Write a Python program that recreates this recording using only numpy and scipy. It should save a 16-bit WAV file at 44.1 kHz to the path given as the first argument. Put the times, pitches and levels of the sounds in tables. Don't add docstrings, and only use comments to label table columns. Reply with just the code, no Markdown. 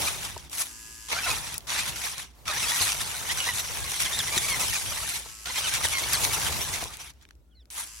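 import sys
import numpy as np
from scipy import signal
from scipy.fft import rfft, irfft, next_fast_len
from scipy.io import wavfile
from scipy.ndimage import uniform_filter1d, minimum_filter1d, map_coordinates

SR = 44100
rng = np.random.default_rng(int(sys.argv[2]) if len(sys.argv) > 2 else 0)


def dump(signal):
    limited = np.clip(np.atleast_2d(signal).T, -1, 1)
    pcm = np.round(limited * 32767).astype(np.int16)
    wavfile.write(sys.argv[1], SR, pcm)


N = 352800

# [t/s, level/dB]
THROTTLE_PULLS = [
    [(0, -31), (.254, -38), (.454, -51), (.497, -60.5)],
    [(1.085, -36), (1.127, -29.5), (1.217, -33.5), (1.297, -28.5), (1.45, -37.5), (1.578, -39),
     (1.586, -51), (1.655, -57)],
    [(1.67, -34.5), (1.682, -33), (1.78, -28), (1.951, -37.5), (2.06, -30.5), (2.15, -40), (2.2, -34),
     (2.33, -62.5), (2.42, -61), (2.44, -74)],
    [(2.455, -39), (2.484, -29), (2.524, -31.5), (2.82, -26.5), (2.968, -33), (3.228, -35.5), (3.55, -31),
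     (3.605, -31), (3.62, -36), (3.78, -35.5), (4.0, -33), (4.45, -31.5), (4.749, -31), (4.849, -33.5),
     (5.168, -33), (5.243, -43.5), (5.33, -47.5)],
    [(5.456, -32.5), (5.65, -31.5), (5.8, -33), (5.95, -33.5), (6.08, -32), (6.47, -31.5), (6.834, -36.5),
     (6.984, -51), (7.044, -44), (7.104, -46), (7.129, -67.5), (7.26, -70.5), (7.333, -71)],
]
# [t/s, level/dB]
STEERING_SWINGS = [
    [(.499, -55.5), (.53, -39), (.618, -30.5), (.649, -42.5), (.735, -56.5)],
    [(7.703, -48), (7.807, -34), (7.902, -56.5), (7.925, -67.5)],
]
# [t/s of the peak, level/dB]
LOAD_SURGES = [(0.021, -35.5), (.076, -40), (0.256, -39), (1.703, -38.5), (1.8, -33.5), (1.889, -33.5),
               (2.634, -31.5), (2.82, -29.5), (2.866, -38), (3.016, -38.5), (3.319, -36.5), (3.385, -38.5),
               (3.596, -37), (3.898, -39.5), (4.011, -29), (4.057, -35), (4.372, -28.5), (4.612, -36.5),
               (4.746, -37.5), (5.584, -35.5), (5.679, -39.5), (5.747, -30.5), (5.85, -24.5),
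               (5.927, -30.5), (5.99, -35), (6.141, -28.5), (6.242, -28), (6.342, -30.5), (6.471, -36.5),
               (6.625, -40), (6.745, -38.5), (6.83, -41.5), (6.939, -39), (7.012, -41), (7.228, -58.5)]
# [f/Hz, level/dB per Hz]
RASP_SPECTRUM = [(120, -27), (200, -12), (448, -15.5), (950, -0.5), (1710, -2.5), (3620, -2), (5840, -3.5),
                 (8270, -3), (10700, -6.5), (14900, -13.5), (16000, -17.5)]
# [f/Hz, width/Hz, level/dB]
GEARBOX_MODES = [(2300, 600, -3), (3630, 700, -4), (5900, 800, -1), (9000, 400, -3), (10600, 900, 1)]
# [t/s, level/dB]
RASP_BODY = [(3.4, 1), (4.2, -4), (5.9, -2.5), (6.6, 1.5)]
# [f/Hz, level/dB per Hz]
AIR_SPECTRUM = [(200, -21), (305, -16.5), (420, -25), (1000, -35), (4000, -43), (16000, -46.5)]
# [t/s, level/dB]
RUMBLE_LEVEL = [(0, -37.5), (.5, -52.5), (.988, -60), (1.297, -40.5), (1.581, -50), (1.911, -44),
                (2.325, -57), (2.55, -44), (3.916, -43.5), (4.25, -41.5), (4.6, -40.5), (4.944, -42.5),
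                (5.378, -56), (5.7, -43), (6.535, -37.5), (6.85, -44.5), (7.1, -58.5), (7.663, -73),
                (7.832, -58), (8, -67)]
# [f/Hz, level/dB per Hz]
RUMBLE_SPECTRUM = [(12, -57.5), (20, -14), (38, 0), (64, 2.5), (140, -3.5), (264, -17), (400, -15),
                   (520, -26), (880, -120)]
# [f/Hz, level/dB per Hz]
GROWL_SPECTRUM = [(120, -25), (250, -5), (500, 0.5), (900, 5), (1600, -8.5)]
# [t/s, length/s, start f/Hz, end f/Hz, level/dB]
MESH_SQUEALS = [(.069, 0.021, 2325, 2580, -25.5), (1.115, 0.026, 968, 820, -33),
                (1.111, 0.03, 2587, 2710, -28), (1.148, 0.056, 1317, 1656, -31.5),
                (1.182, 0.02, 2380, 2380, -29), (1.228, 0.034, 2680, 2590, -28.5),
                (1.258, 0.028, 1557, 1236, -28.5), (1.277, 0.029, 1108, 946, -32),
                (1.286, 0.049, 2750, 2350, -28.5), (1.749, .054, 1480, 2210, -32.5),
                (1.774, 0.059, 2290, 2580, -33.5), (2.471, 0.046, 1357, 1194, -30.5),
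                (2.55, 0.039, 1577, 2050, -32), (2.623, 0.032, 2790, 2470, -27.5),
                (2.666, 0.054, 3230, 3470, -32), (2.71, 0.043, 1876, 1930, -30.5),
                (2.867, 0.047, 2670, 2310, -32), (3.004, .017, 3480, 3840, -29),
                (3.282, 0.043, 1730, 2130, -27.5), (3.292, 0.032, 2800, 3590, -32.5),
                (3.36, 0.074, 1560, 1440, -40.5), (3.372, 0.082, 3080, 2750, -32.5),
                (3.46, .046, 1792, 2044, -29), (3.48, 0.04, 2030, 1830, -30),
                (3.585, 0.023, 3630, 4200, -29.5), (4.005, 0.025, 2440, 1940, -33),
                (4.045, 0.026, 3770, 2930, -30), (4.062, 0.027, 1980, 2170, -31),
                (4.122, 0.047, 3580, 3750, -29), (4.185, 0.031, 4040, 3080, -23.5),
                (4.27, 0.028, 2014, 2020, -34), (4.302, 0.067, 2255, 2410, -33),
                (4.357, 0.029, 2390, 1810, -39.5), (4.362, 0.029, 4300, 3430, -26.5),
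                (4.426, 0.038, 2235, 2340, -30.5), (4.48, 0.083, 2310, 2010, -28.5),
                (4.6, 0.02, 2640, 2530, -29.5), (4.617, .024, 2053, 2020, -30.5),
                (4.745, 0.037, 2570, 2210, -30), (5.455, 0.037, 1390, 1460, -36.5),
                (5.49, 0.027, 950, 1070, -38), (5.553, 0.045, 1960, 2280, -34.5),
                (5.565, .03, 2980, 3410, -34.5), (5.633, 0.036, 3190, 2940, -30),
                (5.658, 0.026, 3060, 2320, -32.5), (5.67, 0.022, 3720, 3490, -27.5),
                (5.652, 0.026, 1480, 1150, -34.5), (5.745, 0.043, 3340, 2460, -34.5),
                (5.826, 0.042, 2358, 1515, -30), (5.85, 0.025, 4130, 2870, -26.5),
                (5.92, 0.08, 2253, 2035, -28.5), (6.024, 0.025, 2214, 2180, -28.5),
                (6.121, 0.042, 2835, 1880, -32), (6.13, 0.034, 5280, 3780, -26),
                (6.326, 0.041, 3100, 2500, -34), (6.46, 0.014, 3200, 3000, -27.5),
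                (6.61, 0.044, 5600, 6300, -30)]
# [multiple of the mesh rate, mean level/dB]
SQUEAL_PARTIALS = [(.5, -10), (1, -1.37), (3 / 2, -12), (2, -8.5), (2.7, -11)]
# [t/s, peak level/dB, centre f/Hz]
CHASSIS_TICKS = [(0.251, -22, 2800), (0.378, -25, 5100), (0.497, -28, 6200), (1.0853, -29, 2750),
                 (1.5424, -15, 9290), (1.5803, -12, 9700), (1.6062, -33, 3730), (2.181, -17, 5990),
                 (2.455, -34, 2600), (2.48, -15, 2620), (3.194, -28, 6100), (4.19, -12, 5500),
                 (5.3006, -38, 2644), (5.4584, -22, 3560), (6.133, -6, 10400), (6.739, -19.5, 6200),
                 (6.97, -25.5, 9500), (7.137, -48.5, 6300), (7.2128, -41.5, 3660), (7.2258, -43.5, 9600),
                 (7.2522, -38.5, 2100), (7.289, -41, 2370), (7.3082, -37.5, 1940), (7.353, -52.5, 4980),
                 (7.6556, -47, 4020), (7.703, -31, 5610)]
# [t/s, nominal level/dB, ring f/Hz]
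BODY_KNOCKS = [(0.364, -29, 925), (2.809, -30, 1060), (3.472, -28, 1080), (4.37, -27, 358),
               (5.258, -42, 950), (5.849, -30, 930), (6.231, -33.5, 920), (6.825, -28, 684),
               (6.854, -34, 1030)]
# [multiple, mean level/dB]
HUM_HARMONICS = [(5, -64), (6, -69), (7, -66), (8, -76), (9, -77)]
# [start t/s, end t/s, first pulse rate/Hz, creep/(Hz per s), level/dB,
# loudest multiple, next loudest multiple, level of the loudest/dB]
LOCK_HOLDS = [(0.661, 1.105, 111.1, 3, -45, 15, 9, 1), (5.224, 5.483, 110, -6, -44.5, 12, 10, 0),
              (7.848, 8.052, 115.4, -28.5, -45.5, 9, 10, -5)]
# [multiple, mean level/dB]
MOTOR_ORDERS = [(6, -19), (8, -11), (9, -13), (10, -15), (11, -9), (12, -14), (13, -14), (14, -11),
                (15, -11), (19, -14)]
# [f/Hz, level/dB per Hz]
BUZZ_SPECTRUM = [(350, -40), (700, -30), (1300, -16), (2600, -12), (3900, -14.5), (5000, -9), (7100, -7),
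                 (8200, -9), (9300, -16), (10900, -9), (16000, -30)]
# [t/s, peak level/dB]
WHEEL_THUMPS = [(2.79, -31), (4.35, -44), (4.67, -33), (4.849, -38), (5.841, -42), (6.21, -35.5),
                (6.481, -32.5), (6.815, -37)]
# [mid-note level/dB, pitch curve of (t/s, f/Hz)]
BIRD_NOTES = [(-83, [(7.44, 1336), (7.6, 1530), (7.69, 1400)]), (-67, [(7.51, 3400), (7.525, 3250),
              (7.535, 2960), (7.556, 2910)]), (-59.5, [(7.549, 4500), (7.572, 4100), (7.595, 3990),
              (7.604, 3680), (7.62, 3420), (7.634, 2900)]), (-68, [(7.6, 5650), (7.618, 5200),
              (7.634, 4300)])]
# [f/Hz, left-right correlation]
PORT_LIKENESS = [(60, -.2), (250, 0.56), (660, 0.62), (1400, 0.34), (2800, 0.12), (3600, 0.036),
                 (5800, 0.63), (7300, 0.11), (9000, -0.29), (11800, 0.057), (14000, -0.36)]
# [f/Hz, left minus right level/dB]
PORT_LEAN = [(60, 0.5), (240, 0.5), (950, -1), (3770, -0.5), (15000, 2.5)]

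TREBLE_DB, TREBLE_PER_DB, LOUD_DB = 3.5, 0.3, -32.5
DULL_DB, OPEN_S, SWING_TREBLE_DB = 8, 0.15, 7.5
SURGE_RISE_S, SURGE_FALL_S = 0.0094, 0.0098
FLEX = .025
AIR_DB, DRONE_DB = -67, -55.5
JOLT = 0.55
GROWL_DB, GROWL_PER_DB, ROLLING_DB = -44.5, 1.55, -43.5
HUM_HZ, HUM_S = 49.3, (0.41, 1.04)
HOLD_FADE_S, LINES_DB = 0.026, -13.5
THUMP_HZ = 91
TOP_HZ = 15900


def amp(db):
    return 10 ** (np.asarray(db) / 20)


def unit(x):
    return x / np.sqrt(np.mean(x ** 2) + 1e-20)


def along(points, hz):
    f, v = np.transpose(points)
    return np.interp(np.log(hz + 1), np.log(f + 1), v)


def curves(rows):
    s, *cols = np.transpose(rows)
    return [np.interp(np.arange(N) / SR, s, c) for c in cols]


def strung(groups):
    rows = []
    for group in groups:
        rows += [(group[0][0] - .003, -100), *group, (group[-1][0] + .01, -100)]
    return curves(rows)[0]


def wobble(rate):
    knots = rng.standard_normal(int(N * rate / SR) + 4)
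    return map_coordinates(knots, [np.arange(N) * rate / SR])


def filtered(x, response):
    m = next_fast_len(N + 8192)
    return irfft(rfft(x, m) * response(np.fft.rfftfreq(m, 1 / SR)), m)[..., :N]


def spread(pair, gain, alike=PORT_LIKENESS):
    def mid_side(hz):
        turn = np.arccos(np.clip(along(alike, hz), -1, 1)) / 2
        return gain(hz) * [np.cos(turn), np.sin(turn)]
    mid, side = filtered(pair, mid_side)
    return unit(np.array([mid + side, mid - side]))


def patchy(depth_db):
    z = signal.stft(rng.standard_normal((2, N)), nperseg=256)[2]
    patches = uniform_filter1d(rng.standard_normal(z.shape[1:]), size=3, axis=0)
    patches = uniform_filter1d(patches, size=8, axis=1)
    return signal.istft(z * amp(depth_db * unit(patches)), nperseg=256)[1][:, :N]


def add(track, s, sound):
    part = track[..., round(s * SR):][..., :sound.shape[-1]]
    part += sound[..., :part.shape[-1]]


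def loading():
    load = amp(strung(THROTTLE_PULLS)) + amp(strung(STEERING_SWINGS))
    u = np.arange(-SR // 20, SR // 10) / SR
    bump = np.exp(-.5 * (u / np.where(u < 0, SURGE_RISE_S, SURGE_FALL_S)) ** 2)
    peaks = np.zeros(N)
    for s, db in LOAD_SURGES:
        peaks[round(s * SR)] = amp(db)
    return load + np.abs(signal.fftconvolve(peaks, bump))[SR // 20:][:N]


def treble():
    t, pull_db = np.arange(N) / SR, strung(THROTTLE_PULLS)
    starts = [pull[0][0] for pull in THROTTLE_PULLS[1:]]
    dull = sum(np.exp(-np.abs(t - start) / OPEN_S) * (t > start) for start in starts)
    pull_treble = TREBLE_DB + TREBLE_PER_DB * (pull_db - LOUD_DB) - DULL_DB * dull
    return np.where(strung(STEERING_SWINGS) > pull_db, SWING_TREBLE_DB, pull_treble)


def gears(load):
    strikes = (rng.random(N) < 300 / SR) * amp(np.minimum(6.7 * rng.exponential(1, N), 11))
    clatter = signal.lfilter([1], [1, -.94], strikes) * rng.standard_normal((2, N))
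    teeth = patchy(depth_db=3) + .52 * unit(clatter)
    teeth *= amp(0.51 * wobble(11) + 0.94 * wobble(30) + 0.85 * wobble(110) + 0.28 * wobble(420))

    def box(f):
        modes = sum(amp(db) * w * w / (w * w + 4 * (f - c) ** 2) for c, w, db in GEARBOX_MODES)
        return amp(along(RASP_SPECTRUM, f)) * (1 + modes)

    flex = np.pi / 4 * (1 + np.tanh(wobble(9)))
    raised = spread(teeth, lambda f: box(f * (1 - FLEX)))
    lowered = spread(teeth[::-1] * [[1], [-1]], lambda f: box(f * (1 + FLEX)))
    rasp = unit(np.cos(flex) * raised + np.sin(flex) * lowered)
    body = filtered(rasp, lambda f: 1 / (1 + (f / 1600) ** 6))
    rasp = rasp + (amp(curves(RASP_BODY)[0]) - 1) * body
    high = filtered(rasp, lambda f: 1 / (1 + (7000 / (f + 1)) ** 6))
    return load * (rasp - high + amp(treble()) * high)


def wind_and_jolts(load):
    lumps = amp(1.5 * wobble(17) + 1.8 * np.array([wobble(11), wobble(11)]))
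    swing = (load + 0.0029) / np.abs(uniform_filter1d(load + .003, size=SR // 5))
    thumping = np.clip(swing, .2, 4) ** JOLT * lumps * rng.standard_normal((2, N))
    low = spread(thumping, lambda f: amp(along(RUMBLE_SPECTRUM, f)), [(60, -0.38), (200, 0.29)])
    return amp(curves(RUMBLE_LEVEL)[0]) * low


def drone():
    noise = rng.standard_normal((2, N))
    return amp(DRONE_DB) * spread(noise, lambda f: 1 / (1 + ((f - 58) / 12) ** 2), [(60, 0.94)])


def tyre_growl():
    rough = amp(2.5 * wobble(12) + 2.5 * wobble(45)) * rng.standard_normal((2, N))
    growl = spread(rough, lambda f: amp(along(GROWL_SPECTRUM, f)))
    return amp(GROWL_DB + GROWL_PER_DB * (curves(RUMBLE_LEVEL)[0] - ROLLING_DB)) * growl


def open_air():
    noise = patchy(depth_db=2.5)
    return amp(AIR_DB) * spread(noise, lambda f: amp(along(AIR_SPECTRUM, f)), [(300, 0.64), (1200, 0.065)])


def squeals(load):
    out = np.zeros((2, N))
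    faint = rng.random((640, 4)) * [7.9, .015, 3800, .3] + [0, .007, 850, .83]
    middle = ((faint[:, 0] + faint[:, 1] / 2) * SR).astype(int)
    faint_db = 20 * np.log10(minimum_filter1d(load, size=SR // 20)[middle]) - 5
    small = [(s, length, hz, hz * glide, db) for (s, length, hz, glide), db in zip(faint, faint_db)]
    for s, length, hz0, hz1, db in list(MESH_SQUEALS) + small:
        u = np.linspace(-.15, 1.15, int(1.3 * length * SR))
        shake = uniform_filter1d(rng.standard_normal((7, len(u))), size=100) * 10
        hz = (hz0 + (hz1 - hz0) * u) * (1 + .017 * shake[0])
        turn = 2 * np.pi * np.cumsum(hz) / SR
        shift = np.array([[0], [1.1]]) * rng.standard_normal()
        tone = sum(amp(level + 3.16 * w) * np.sin(k * turn + shift)
                   for (k, level), w in zip(SQUEAL_PARTIALS, shake[1:]))
        envelope = amp(db - 1 + 3 * shake[6]) * np.hanning(len(u)) ** .6
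        add(out, max(s - .15 * length, 0), envelope * tone)
    return out


def ticks():
    out, t = np.zeros((2, N)), np.arange(SR // 16) / SR
    for s, db, hz in CHASSIS_TICKS:
        decay = amp(-60 * t / 0.0088) + 0.065 * amp(-60 * t / 0.034)
        crack = rng.standard_normal((2, len(t))) * decay
        crack = signal.lfilter(*signal.iirpeak(hz, 1.4, SR), crack)
        add(out, s, amp(db) * crack / np.abs(crack).max())
    return out


def knocks():
    out, t = np.zeros((2, N)), np.arange(SR // 16) / SR
    for s, db, hz in BODY_KNOCKS:
        ring = sum(g * np.sin(2 * np.pi * k * hz * t) for k, g in [(1, 1), (.7, 0.66), (0.447, 0.58)])
        thud = amp(db - 4.5 - 60 * t / 0.062) * np.sin(2 * np.pi * 110 * t)
        add(out, s, thud * np.array([[1], [.3]]))
        envelope = amp(db + 5.0 - 60 * t / 0.024) * (1 - np.exp(-t / 0.0016))
        add(out, s, envelope * ring * amp([[1.2], [-1.2]]))
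    return out


def hum():
    t = np.arange(N) / SR
    swell = np.clip(np.minimum(t - HUM_S[0], HUM_S[1] - t) / 0.056, 0, 1)
    out = np.zeros(N)
    for k, db in HUM_HARMONICS:
        level = amp(db + 2 * wobble(7.8))
        cycles = np.cumsum(HUM_HZ + 0.39 * wobble(14.0)) / SR
        out += level * np.sin(2 * np.pi * k * cycles)
    return swell * out


def steering():
    t = np.arange(N) / SR
    nearest = np.argmin([abs(t - (a + b) / 2) for a, b, *_ in LOCK_HOLDS], axis=0)
    start_s, end_s, rate, creep, db, lead, second, lead_db = np.array(LOCK_HOLDS)[nearest].T
    gain = amp(db) * np.clip(np.minimum(t - start_s, end_s - t) / HOLD_FADE_S, 0, 1)
    hz = rate + creep * np.clip(t - start_s, 0, end_s - start_s)
    turn = np.cumsum(hz * (1 + .0015 * wobble(18))) / SR
    start = rng.uniform(0, 2 * np.pi, (len(MOTOR_ORDERS), 1, 1)) + np.array([[0], [.8]])
    lines = np.zeros((2, N))
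    for (k, level), phase in zip(MOTOR_ORDERS, start):
        ranks = [np.round(lead) == k, np.round(second) == k]
        line_db = np.select(ranks, [lead_db, lead_db - 4], level) + 1.8 * wobble(14)
        lines += amp(line_db) * np.sin(2 * np.pi * k * turn + phase)
    pulses = np.diff(np.floor(turn), prepend=0) * amp(1.0 * rng.standard_normal(N))
    ring = rng.standard_normal((2, 900)) * np.exp(-np.arange(900) / SR / 0.0032)
    buzz = unit(signal.fftconvolve(pulses[None], ring, axes=1)[:, :N]) + 1.1 * patchy(depth_db=1.5)
    buzz = spread(buzz, lambda f: amp(along(BUZZ_SPECTRUM, f)), [(100, 0.28)])
    return gain * (buzz + amp(LINES_DB) * unit(lines))


def thumps():
    out, t = np.zeros((2, N)), np.arange(SR // 16) / SR
    for s, db in WHEEL_THUMPS:
        push = np.hanning(len(t)) * np.sin(2 * np.pi * THUMP_HZ * t * rng.uniform(0.78, 1.25))
        add(out, s, amp(db) * push * np.array([[1], [.3]]))
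    return out


def bird():
    out = np.zeros((2, N))
    for db, pitch in BIRD_NOTES:
        s, hz = np.transpose(pitch)
        length = s[-1] - s[0]
        u = np.linspace(-1, 1, int(length * SR))
        quiver = uniform_filter1d(rng.standard_normal((2, len(u))), size=200) * 14
        glide = np.interp(u, 2 * (s - s[0]) / length - 1, hz)
        turn = 2 * np.pi * np.cumsum(glide * (1 + 0.0063 * quiver[0])) / SR
        envelope = amp(db - 3 * u + 1.4 * quiver[1]) * (1 - u * u) ** .5
        tone = np.sin(turn) + amp(-18) * np.sin(turn / 2)
        add(out, s[0], (envelope * tone)[None])
    return out


def scene():
    load = loading()
    out = gears(load) + wind_and_jolts(load) + drone() + tyre_growl() + open_air()
    out += squeals(load) + ticks() + knocks() + hum()
    return out + steering() + thumps() + bird()


def record(dry):
    def response(hz):
        lean = amp(np.array([[.5], [-.5]]) * along(PORT_LEAN, hz))
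        return lean * (hz < TOP_HZ) / (1 + (40 / (hz + 1)) ** 6)
    return filtered(dry, response)


dry = scene()
out = record(dry)
dump(out)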